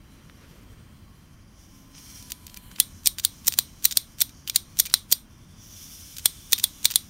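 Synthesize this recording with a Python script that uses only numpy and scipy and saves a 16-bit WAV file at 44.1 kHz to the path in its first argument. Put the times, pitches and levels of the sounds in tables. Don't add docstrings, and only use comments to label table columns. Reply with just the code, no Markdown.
import sys
import numpy as np
from scipy import signal
from scipy.fft import rfft, irfft, next_fast_len
from scipy.io import wavfile
from scipy.ndimage import uniform_filter1d

SR = 44100
rng = np.random.default_rng(int(sys.argv[2]) if len(sys.argv) > 2 else 0)


def linear_from_db(decibels):
    return 10 ** (np.asarray(decibels, float) / 20)


def wav_record(signal):
    frames = np.transpose(np.atleast_2d(signal))
    bounded = np.clip(frames, -1, 1)
    quanta = np.round(bounded * 32767).astype(np.int16)
    wavfile.write(sys.argv[1], SR, quanta)


N = 312669

# frequency in Hz, density in dB per Hz.
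ROOM_SPECTRUM = [(13, -50.5), (22, -5), (152, -6.5), (278, -11.5), (310, -15.5), (347, -16), (398, -29.5),
                 (1070, -20.5), (3230, -29), (3920, -55), (5770, -42), (6810, -54), (16000, -42.5)]
ROOM_DB = -52.5
# centre in Hz, width in Hz, level in dB.
HUMS = [
    (48.7, 13, -58),
    (87, 17, -57),
    (209, 10, -66),
    (1099, 50, -74),
    (4730, 50, -76),
]
# start in seconds, end in seconds, Hz at start, Hz at end, level in dB.
WHISTLES = [
    (1.7, 2.17, 1042, 1022, -70),
    (2.19, 2.75, 997, 998, -66),
    (1.72, 2.3, 272, 270, -59.5),
    (-1, 8, 3146, 3146, -77),
]
# centre in Hz, width in Hz, level in dB, t60 in seconds.
TAIL = [(314, 160, -25, 0.34), (1140, 890, -31, 0.25), (2250, 790, -32.5, 0.17), (3640, 1400, -26, 0.22),
        (4300, 1650, -26, 0.13), (6030, 1500, -31, 0.22), (9100, 3400, -28.5, 0.22),
        (13540, 6700, -27.5, 0.2)]
# delay in ms, level in dB.
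ECHOES = [
    (1.9, -9.5),
    (7.4, -22),
    (11, -34.5),
]
# time in seconds, level in dB.
SLEEVE = [
    (0, -74),
    (.15, -62),
    (.27, -64),
    (.42, -59.5),
    (.75, -62.5),
    (1.1, -73),
    (1.4, -76),
]

# time in seconds, flow in dB, turn of the nozzle toward the phone in dB.
SEEP = [(0, -70.5, 0.5), (.3, -65, 0.5), (.7, -68.5, 1), (1.17, -69, 0.5), (1.5, -68, -2.5), (2.0, -63, 1),
        (2.36, -63, 1.5), (2.69, -69.5, 10.5), (2.97, -56.5, -1), (3.15, -64.5, -1), (3.349, -56, 0),
        (4.12, -60.5, -0.5), (4.4, -59, -6), (4.72, -62, 0), (5.07, -63, -0.5), (5.26, -66, -3.5),
        (6.4, -53.5, 3), (7.09, -56.5, 1)]
# start in seconds, attack in seconds, hold in seconds, release in seconds, flow in dB.
PUFFS = [
    (1.52, 0.069, 0.16, .13, -61),
    (1.928, 0.022, 0.33, 0.098, -52),
    (5.355, 0.038, .02, 0.069, -67),
    (5.55, 0.057, .12, .1, -55.5),
    (5.583, 0.15, .35, 0.34, -49),
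]
# centre in Hz, width in Hz, level in dB.
JET = [
    [(4620, 250, -10), (5200, 450, -3), (5780, 500, 0), (6450, 700, -3)],
    [(2300, 350, -7), (3080, 450, -1.5), (4100, 400, -3.5), (1500, 1500, -5)],
    [(3500, 350, 0), (2900, 1500, -5)],
    [(7300, 800, -3), (8600, 1100, 0), (9800, 900, 0)],
    [(11400, 1900, 2.5), (13000, 900, -1.5), (14100, 900, 0), (15200, 1000, -2.5)],
]
# level at the faint flow in dB, dB per dB of flow, dB per dB of turn,
# change once tipped in dB, lag in seconds.
JET_FOLLOW = [
    (-70, 1.04, .01, -0.6, 0),
    (-69, 0.69, 1.2, -3, 0),
    (-76, 0.69, .6, 6.5, 0),
    (-72.5, 0.86, 1.1, .1, .015),
    (-74.5, 0.8, 1.28, 0, .035),
]
# start in seconds, end in seconds, Hz at start, Hz at end, level in dB.
EDGES = [
    (1.94, 2.4, 11000, 10900, -63),
    (2.3, 2.85, 11700, 11100, -63.5),
    (2.0, 2.4, 14500, 14300, -65),
    (5.57, 6.02, 15000, 14000, -58),
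    (5.6, 5.9, 13000, 11500, -62),
    (5.95, 6.3, 12800, 13600, -63),
    (6.28, 7.2, 6200, 6800, -62),
    (6.1, 6.35, 11300, 11300, -62),
]
FAINT_FLOW_DB, JET_DRIFT, EDGE_WIDTH_HZ = -70, .012, 900
TIPPED_S, TIP_TAKES_S = 5.2, .2

# frequency in Hz, level in dB, t60 in seconds.
SHELL = [(2020, -16, .012), (2380, -18.5, 0.013), (3280, -7, 0.0048), (3450, 0, 0.012), (3850, -2, 0.0087),
         (4150, 0.5, 0.013), (4650, -3, 0.011), (5310, -0.5, 0.011), (5950, -2, .009), (6035, -3, 0.015),
         (6805, -4.5, 0.014), (7230, -4.5, 0.026), (8150, -6.5, .008), (8830, 4, 0.0057),
         (9720, -6.5, 0.015), (11520, -5, 0.011), (11735, -7, 0.0083), (12526, -6, 0.0047),
         (13475, -2, 0.0046), (15330, -4, 0.0056), (15360, -6, .006)]
# frequency in Hz, gain in dB.
LEVER_COLOUR = [(3000, 2), (3700, -1), (5000, 0), (6000, 4), (7500, 0), (9900, -3), (12000, 0), (15000, 1)]
# frequency in Hz, gain in dB.
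CAP_COLOUR = [(3000, 1), (4000, 4), (4700, 2), (5300, -6), (7000, 2), (9900, 4), (13000, -4), (15000, -2)]
# time in seconds, one centre in Hz, its gain in dB,
# other centre in Hz, its gain in dB.
GRIPS = [(2.801, 13370, -8.0, 4540, -12.0), (2.801, 3950, -8.0, 8790, -9.0),
         (3.068, 5020, 11.0, 13370, -5.0), (3.068, 2350, 10.0, 3870, 3.0), (3.249, 7190, 5.0, 2590, -12.0),
         (3.249, 3230, 4.0, 2000, -8.0), (3.477, 13640, 6.0, 4450, -5.0), (3.477, 7490, 5.0, 5220, 5.0),
         (3.588, 6380, 7.0, 9140, -12.0), (3.588, 3950, -5.0, 3110, -8.0), (3.85, 4030, 5.0, 3430, -10.0),
         (3.85, 5330, -4.0, 10520, -5.0), (3.972, 5220, 10.0, 2390, -11.0), (3.972, 6130, 5.0, 9330, -5.0),
         (4.213, 2300, 8.0, 2650, -7.0), (4.213, 6770, -5.0, 4920, -5.0), (4.559, 2040, 12.0, 14200, -7.0),
         (4.559, 6910, 7.0, 4110, 4.0), (4.796, 8610, 3.0, 2590, -8.0), (4.796, 6130, 3.0, 15080, -3.0),
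         (4.94, 5550, 10.0, 3170, -12.0), (4.94, 4110, 7.0, 8790, -6.0), (5.122, 12850, 8.0, 7340, 5.0),
         (5.122, 4450, 7.0, 3170, 7.0), (6.257, 2980, 12.0, 4540, -9.0), (6.257, 2170, 12.0, 6770, -3.0),
         (6.528, 3570, 4.0, 5220, -9.0), (6.528, 13110, -7.0, 3170, -8.0), (6.64, 10730, 6.0, 6910, -7.0),
         (6.64, 5890, 5.0, 9140, -4.0), (6.852, 2350, 8.0, 5020, -12.0), (6.852, 10110, -6.0, 13110, -12.0),
         (6.958, 8790, -8.0, 2210, -12.0), (6.958, 2980, -8.0, 13640, -9.0),
         (4.49, 2980, 12.0, 2000, -12.0), (4.49, 12340, 7.0, 3430, 6.0), (3.917, 5330, 7.0, 2700, -8.0),
         (3.917, 3640, 6.0, 7050, 5.0)]
# time in seconds, Hz, dB, Hz, dB.
LIGHT_GRIPS = [
    (1.97, 3200, 8, 4150, -10),
    (.298, 1800, 4, 5000, -10),
]
GRIP_WIDTH, GRIP_HOLDS_S = .08, .022
# start in seconds, frequency in Hz, peak in dB, t60 in seconds.
FREE_RINGS = [(2.5727, 2360, -37, 0.026), (4.2935, 2380, -56, .08), (4.294, 3830, -56, .1),
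              (4.4991, 2380, -28.5, 0.025), (4.861, 2350, -34.5, 0.072), (2.8015, 3420, -16.5, .05),
              (3.0725, 3900, -33, 0.12), (4.558, 4150, -24, .04), (4.9401, 4070, -18, 0.04),
              (5.125, 4674, -14, 0.042), (6.2573, 3450, -22, 0.056), (6.532, 3660, -22, 0.076),
              (6.641, 3450, -16, 0.036), (6.855, 4150, -17.5, 0.039), (6.9585, 3500, -18, 0.044)]

# peak time in seconds, peak in dB, rise in ms, shell share in dB,
# thud share in dB.
STRIKES = [
    (3.0716, -4, 0.46, -8.5, -21),
    (3.4816, -8.5, .9, -11, -11.5),
    (3.8531, -4.5, 1.1, -8.5, -17),
    (4.2184, -7, .8, -7.5, -14),
    (4.7993, -6, 1.8, -9.5, -16),
    (5.1247, -4, 1., -11.5, -17.5),
    (6.5311, -4, 1.5, -3, -14),
    (6.8542, -5, .5, -0.5, -13.5),
]
# time in seconds, peak in dB.
PAWLS = [
    (3.059, -12.5),
    (3.47, -13),
    (3.8433, -16),
    (4.2057, -13),
    (4.7894, -13.5),
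    (5.1154, -16.5),
    (6.5228, -12),
    (6.8457, -16.5),
]
# peak time in seconds, peak in dB, shell share in dB, bright share in dB, thud share in dB.
SNAPS = [
    (2.8004, -2, -5.5, -2.5, -29),
    (2.8017, -12, -7, -4, -33),
    (3.2492, -5, -6, -2, -23),
    (3.5878, -3.5, -6, -2.5, -16.5),
    (3.9716, -3.5, -6.5, -2.5, -16),
    (4.5595, -6, -6.5, -1.5, -19),
    (4.9397, -1, -5.5, -4, -13.5),
    (6.2573, -4, -5, -3, -11.5),
    (6.6402, -4, -6, -2, -19),
    (6.9578, -4, -8, -1.5, -18.5),
]
# catch time in seconds, catch in dB, ms until it seats, seat in dB, seat rise in ms.
RETURNS = [
    (3.1846, -23, 12.8, -24, 1.8),
    (3.5232, -23, 15.2, -23, 0.9),
    (3.9108, -22, 13.2, -21, 1.6),
    (4.476, -22, 21.6, -16.5, 0.36),
    (4.8543, -26.5, 12.3, -29.5, 3),
    (6.1677, -30.5, 26.5, -36, 3.2),
    (6.5808, -24, 16.9, -24, 1.4),
    (6.9035, -24, 14.7, -25.5, 1.8),
]
# time in seconds, peak in dB.
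SKIPS = [
    (3.1888, -27),
    (3.532, -29),
    (3.916, -27),
    (4.4855, -29),
    (4.8592, -27),
    (6.1852, -29),
    (6.5868, -23),
    (6.9106, -21.5),
]
# time in seconds, peak in
# dB.
TEETH = [(3.48, -11), (3.8553, -9), (4.2152, -16), (4.217, -10), (5.1203, -19), (5.1268, -7), (6.8567, -12),
         (4.5614, -11), (6.2593, -9), (3.9698, -24), (4.9472, -27), (4.4998, -27), (2.8085, -27)]
# time in seconds, peak in dB, rise in ms.
TOUCHES = [(2.7945, -53, 4.), (3.035, -43, 0.62), (3.2405, -32, 4.7), (3.447, -38, 1.3),
           (3.462, -37.5, 3.9), (3.577, -37, 2.9), (3.825, -39, 1.3), (3.831, -46.5, 1.4),
           (3.9579, -38, 1.5), (4.185, -36, 0.79), (4.193, -42, 3.), (4.199, -39, 2.3), (4.549, -32, 3.7),
           (4.7712, -32, .5), (5.106, -40.5, 1.1), (6.1838, -27, 0.5), (6.514, -37, 0.65), (6.83, -36, .8),
           (6.8431, -36, 1)]
# time in seconds, peak in dB, rise in ms, shell share in dB, thud share in dB.
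TICKS = [(.298, -52, 1.5, 3, 15), (1.951, -45, .4, 2, -6), (1.968, -51, 1., 1, -14),
         (1.9806, -40, 0.82, 4, -22), (2.226, -39, 1.5, -6, -20), (2.3038, -36, 3.7, -4, -26),
         (2.3083, -31.5, .6, -19, -16), (2.3197, -19.5, .3, -6, -29), (2.4675, -31, 1, -7, -33),
         (2.48, -41, 1.2, -1, -19), (2.4978, -41.5, 1.9, -3, -22), (2.5435, -32, .34, -6, -18),
         (2.5666, -41, 4.8, -2, -23), (2.5723, -29, 0.22, -8.5, -20), (2.715, -46.5, 4, -5.5, 9),
         (2.7613, -37.5, 2.9, -1, -19), (2.7857, -40.5, 1.2, 2.5, 8.5), (4.294, -38.5, .55, -4, -16),
         (4.8992, -34.5, 2.3, -3, -27), (4.912, -42, 2.7, 7.5, 4), (6.939, -28, .7, -3, -31)]
# contact time in seconds, level at the contact in dB.
CAP_SLIDES = [
    (2.801, -26),
    (3.25, -28.5),
    (3.5868, -26.5),
    (3.9717, -26),
    (4.5593, -20.5),
    (4.9397, -39.5),
    (6.2564, -18),
    (6.637, -21),
    (6.958, -32),
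]

# rise in ms, shell share in dB, bright share in dB, thud share in dB.
PAWL = (-0.4, -10.5, -3, -35)
BITE = (-2.6, -4.5, -11.5, -48.5)
CATCH = (0.1, -2.5, -9, -50)
SKIP = (1.3, -7.5, -1.5, -15)
TOOTH = (.3, -7, -3, -30)
SLIP = (0.26, -8.5, -2, -31)
# shell share in dB, bright share in dB, thud share in dB.
SEAT_SHARES_DB = (-4, -7.5, -20)
TOUCH_SHARES_DB = (-4.5, -5.5, -14)
# level at the contact in dB, level before it in dB.
PAWL_SLIDE_DB = (-30.5, -46)
CATCH_SLIDE_DB = (-31, -63)
SNAP_SLIDE_FAR_DB = -43.5
BITE_DB, BITE_AFTER_S = -14, .0072
SLIP_DB, GRIND_BRIGHT_DB = -3, -1.5
SNAP_RISE_MS, TICK_BRIGHT_DB, TICK_TRADE = 0.426, -10.5, 0.99
MIC_TOP_HZ = 15750


def level(x, db):
    return x * linear_from_db(db) / np.sqrt(np.mean(x ** 2))


def peak(f, hz, width_hz):
    return 1j * f * width_hz / (hz ** 2 - f ** 2 + 1j * f * width_hz)


def noise(shape):
    size = next_fast_len(N)
    f = np.fft.rfftfreq(size, 1 / SR) + 1
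    re, im = rng.standard_normal((2, len(f)))
    return level(irfft((re + 1j * im) * shape(f), size)[:N], 0)


def walk(rate_hz):
    k = int(SR / rate_hz)
    steps = np.repeat(rng.standard_normal(N // k + 1), k)
    return 1.3 * uniform_filter1d(uniform_filter1d(steps, k), k)[:N]


def gliding(hz, width_hz):
    size = next_fast_len(N)
    re, im = rng.standard_normal((2, size))
    lowpass = 1 + (2 * np.fft.fftfreq(size, 1 / SR) / width_hz) ** 2
    slow = np.fft.ifft((re + 1j * im) / lowpass)[:N]
    carrier = np.exp(2j * np.pi * np.cumsum(hz) / SR)
    return level(np.real(slow * carrier), 0)


def room_tone():
    hz, db = np.transpose(ROOM_SPECTRUM)
    dull = lambda f: linear_from_db(np.interp(np.log(f), np.log(hz), db) - 5 * (f > 650))
    out = linear_from_db(ROOM_DB + .6 * walk(2.7)) * noise(dull)
    for hum_hz, width_hz, hum_db in HUMS:
        out += linear_from_db(hum_db + 2 * walk(6.0)) * noise(lambda f: peak(f, hum_hz, width_hz))
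    t = np.arange(N) / SR
    for t0, t1, hz0, hz1, tone_db in WHISTLES:
        gate = np.clip(np.minimum(t - t0, t1 - t) / 0.013, 0, 1)
        phase = 2 * np.pi * np.cumsum(np.interp(t, [t0, t1], [hz0, hz1])) / SR
        out += np.sqrt(2) * gate * linear_from_db(tone_db + .8 * walk(23)) * np.sin(phase)
    return out


def sleeve():
    db = np.interp(np.arange(N) / SR, *np.transpose(SLEEVE))
    cloth = noise(lambda f: peak(f, 1300, 3000) ** 2 + 2.54 * peak(f, 440, 350) ** 2)
    return cloth * linear_from_db(db + 2.2 * walk(27))


def room(x, size=16384):
    t = np.arange(size) / SR
    fast = next_fast_len(N)
    f = np.fft.rfftfreq(fast, 1 / SR) + 1
    answer = np.zeros(size)
    for ms, db in ECHOES:
        late = np.maximum(t - ms / 1000, 0)
        answer += linear_from_db(db - 10) * (late > 0) * np.exp(-late / 0.00028) * rng.standard_normal(size)
    out = x + signal.fftconvolve(x, answer)[:N]
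    spectrum = rfft(x, fast)
    ringing = lambda f: (np.abs(shell(f, 0, 1)) + .25) ** .8
    for hz, width_hz, db, t60 in TAIL:
        energy = irfft(spectrum * peak(f, hz, 0.57 * hz), fast)[:N] ** 2
        decay = np.exp(-2 * np.log(1000) * t / t60) * np.clip(t / 0.0025, 0, 1)
        held = np.sqrt(np.abs(signal.fftconvolve(energy, decay)[:N]))
        out += linear_from_db(db - 21.0) * held * noise(lambda f: peak(f, hz, width_hz) ** 2 * ringing(f))
    return out


def leak():
    t = np.arange(N) / SR
    s, seep_db, turn_db = np.transpose(SEEP)
    power = linear_from_db(2 * np.interp(t, s, seep_db))
    for start, attack, hold, release, db in PUFFS:
        corners_s = np.cumsum([start, attack, hold, release])
        power = power + linear_from_db(2 * np.interp(t, corners_s, [-72, db, db, -72], -200, -200))
    flow_db = 10 * np.log10(power) - FAINT_FLOW_DB
    turn_db = np.interp(t, s, turn_db)
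    tipped = np.clip((t - TIPPED_S) / TIP_TAKES_S, 0, 1)
    out, flutter = 0, walk(42)
    for (base_db, per_flow, per_turn, tip_db, lag_s), peaks in zip(JET_FOLLOW, JET):
        lagged_db = np.interp(t - lag_s, t, flow_db)
        db = base_db + per_flow * lagged_db + per_turn * turn_db + tip_db * tipped
        drift = walk(3)
        for hz, width_hz, share_db in peaks:
            band = gliding(hz * (1 + JET_DRIFT * drift), width_hz)
            wander_db = 1.2 * flutter + 1.3 * walk(7)
            out = out + band * linear_from_db(db + share_db - 4.5 + wander_db)
    for t0, t1, hz0, hz1, db in EDGES:
        swell = np.sin(np.pi * np.clip((t - t0) / (t1 - t0), 0, 1)) ** .6
        band = gliding(np.interp(t, [t0, t1], [hz0, hz1]), EDGE_WIDTH_HZ)
        out = out + swell * linear_from_db(db + flutter) * band
    return out


def shell(f, scatter_db, detune):
    hz, db, t60 = np.transpose(SHELL)[:, :, None]
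    signs = (-1.) ** np.arange(len(hz))[:, None]
    modes = peak(f, hz * detune, np.log(1000) / np.pi / t60) * signs
    return np.sum(linear_from_db(db + scatter_db) * modes, axis=-2)


def free_rings(size=8192):
    s, hz, db, t60 = np.transpose(FREE_RINGS)[:, :, None]
    t = np.arange(size) / SR
    wobble = 1 + 0.028 * uniform_filter1d(rng.standard_normal((len(s), size)), size=120, axis=1) * 11
    tone = np.sin(2 * np.pi * np.cumsum(hz * wobble, axis=1) / SR)
    sound = linear_from_db(db - 60 * t / t60) * (1 - np.exp(-t / .0008)) * tone
    line = np.zeros(N + size)
    np.add.at(line, (s * SR).astype(int) + np.arange(size), sound)
    return line[:N]


def approaches():
    pawls = [(row[0], *PAWL_SLIDE_DB) for row in PAWLS]
    catches = [(row[0], *CATCH_SLIDE_DB) for row in RETURNS]
    return pawls + catches + [(*row, SNAP_SLIDE_FAR_DB) for row in CAP_SLIDES]


def slides():
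    t, swell = np.arange(N) / SR, np.zeros(N)
    before_s = np.array([0.038, 0.012, -0.0051, -0.005, -0.01])
    for s, near_db, far_db in approaches():
        swell += linear_from_db(np.interp(t, s - before_s, [-70, far_db, near_db, near_db, -70], -200, -200))
    grit = noise(lambda f: shell(f, 0, 0.88) + linear_from_db(1.5) * peak(f, 8300, 13000))
    return swell * grit * linear_from_db(2 * walk(500) - 1)


def colour(f, cap):
    lever_db = np.interp(f, *np.transpose(LEVER_COLOUR))
    cap_db = np.interp(f, *np.transpose(CAP_COLOUR))
    return linear_from_db(np.where(cap > 0, cap_db, lever_db))


def grip(f, s):
    bump = lambda hz: np.exp(-(np.log(f / hz) / GRIP_WIDTH) ** 2)
    db = 0
    for at, one_hz, one_db, other_hz, other_db in list(GRIPS) + list(LIGHT_GRIPS):
        held = np.abs(s - at) < GRIP_HOLDS_S
        db = db + held * (one_db * bump(one_hz) + other_db * bump(other_hz))
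    return linear_from_db(db)


def hits():
    rows = []
    for (s, db, rise_ms, low_db, thud_db), (pawl_s, pawl_db) in zip(STRIKES, PAWLS):
        rows += [(s, db, rise_ms, low_db, GRIND_BRIGHT_DB, thud_db),
                 (pawl_s, pawl_db, *PAWL),
                 (pawl_s + BITE_AFTER_S, BITE_DB, *BITE),
                 (s + .0003, db + SLIP_DB, *SLIP)]
    for s, db, span_ms, seat_db, rise_ms in RETURNS:
        rows += [(s, db, *CATCH), (s + span_ms / 1000, seat_db, rise_ms, *SEAT_SHARES_DB)]
    rows += [(*row, *SKIP) for row in SKIPS]
    rows += [(*row, *TOOTH) for row in TEETH]
    rows += [(*row, *TOUCH_SHARES_DB) for row in TOUCHES]
    for s, db, rise_ms, low_db, thud_db in TICKS:
        bright_db = TICK_BRIGHT_DB - TICK_TRADE * low_db
        rows.append((s, db, rise_ms, low_db, bright_db, thud_db))
    snaps = [(s, db, SNAP_RISE_MS, *shares_db, 1) for s, db, *shares_db in SNAPS]
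    return [(*row, 0) for row in rows] + snaps


def contacts(size=2048, lead=256):
    s, peak_db, rise_ms, low_db, top_db, thud_db, cap = np.transpose(hits())[:, :, None]
    t = (np.arange(size) - lead) / SR
    f = np.fft.rfftfreq(size, 1 / SR) + 1
    chance = rng.standard_normal((len(s), size + 2 * len(SHELL)))
    share, shift = np.split(chance[:, size:, None], 2, axis=1)
    rise_s = np.clip(rise_ms - .35, .1, 4) * 0.00097
    release = np.exp(-np.maximum(t, 0) / (0.00037 + 1.25 * rise_s))
    push = np.where(t < 0, np.exp(np.minimum(t, 0) / rise_s), release)

    rattle = rfft(push * chance[:, :size])
    rattle = rattle / uniform_filter1d(np.abs(rattle), size=13, axis=1) ** 0.8
    crack = linear_from_db(-9 - .3 * peak_db) * peak(f, 8000 - 2500 * (peak_db < -19), 10000) ** 2
    ring = rattle * (shell(f, 1.2 * share, 1 + shift / 70) + crack) * colour(f, cap)

    low, top = f < 5500, f > 9000
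    middle = np.clip(1 - linear_from_db(2 * low_db) - linear_from_db(2 * top_db), .02, 1)
    balance = 0
    for band, gain in ((low, linear_from_db(low_db)), (top, linear_from_db(top_db)), (~low & ~top, np.sqrt(middle))):
        energy = np.sum(np.abs(ring * band) ** 2, axis=1, keepdims=True)
        balance = balance + band * gain / np.sqrt(energy)
    held = grip(f, s)
    ring = irfft(ring * held * uniform_filter1d(balance, size=25, axis=1), size)
    ring = ring * np.exp(np.minimum(t, 0) / (3.2 * rise_s))

    knock = 10.2 * (t == 0) + 0.41 * push * chance[:, size - 1::-1]
    hand = peak(f, 1620, 1800) ** 2 - linear_from_db(-6.5 + .25 * peak_db) * peak(f, 270, 430)
    thud = irfft(rfft(knock) * held * hand, size)

    top_of = lambda v: np.sqrt(uniform_filter1d(v ** 2, size=30, axis=1).max(axis=1, keepdims=True))
    sound = linear_from_db(peak_db - .6) * (ring / top_of(ring) + linear_from_db(thud_db - 2.5) * thud / top_of(thud))
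    line = np.zeros(N + size)
    np.add.at(line, (s * SR).astype(int) - lead + np.arange(size), sound)
    return line[:N]


def scene():
    lighter = room(contacts() + slides() + free_rings())
    return (lighter + leak() + sleeve() + room_tone())[None]


def roll_off(x):
    return signal.sosfilt(signal.butter(12, 16620, fs=SR, output="sos"), x)


def record(dry):
    top_cut = signal.ellip(8, .3, 45, MIC_TOP_HZ, fs=SR, output="sos")
    mix = np.clip(signal.sosfilt(top_cut, dry), -1, 1)
    return roll_off(mix)


dry = scene()
out = record(dry)
wav_record(out)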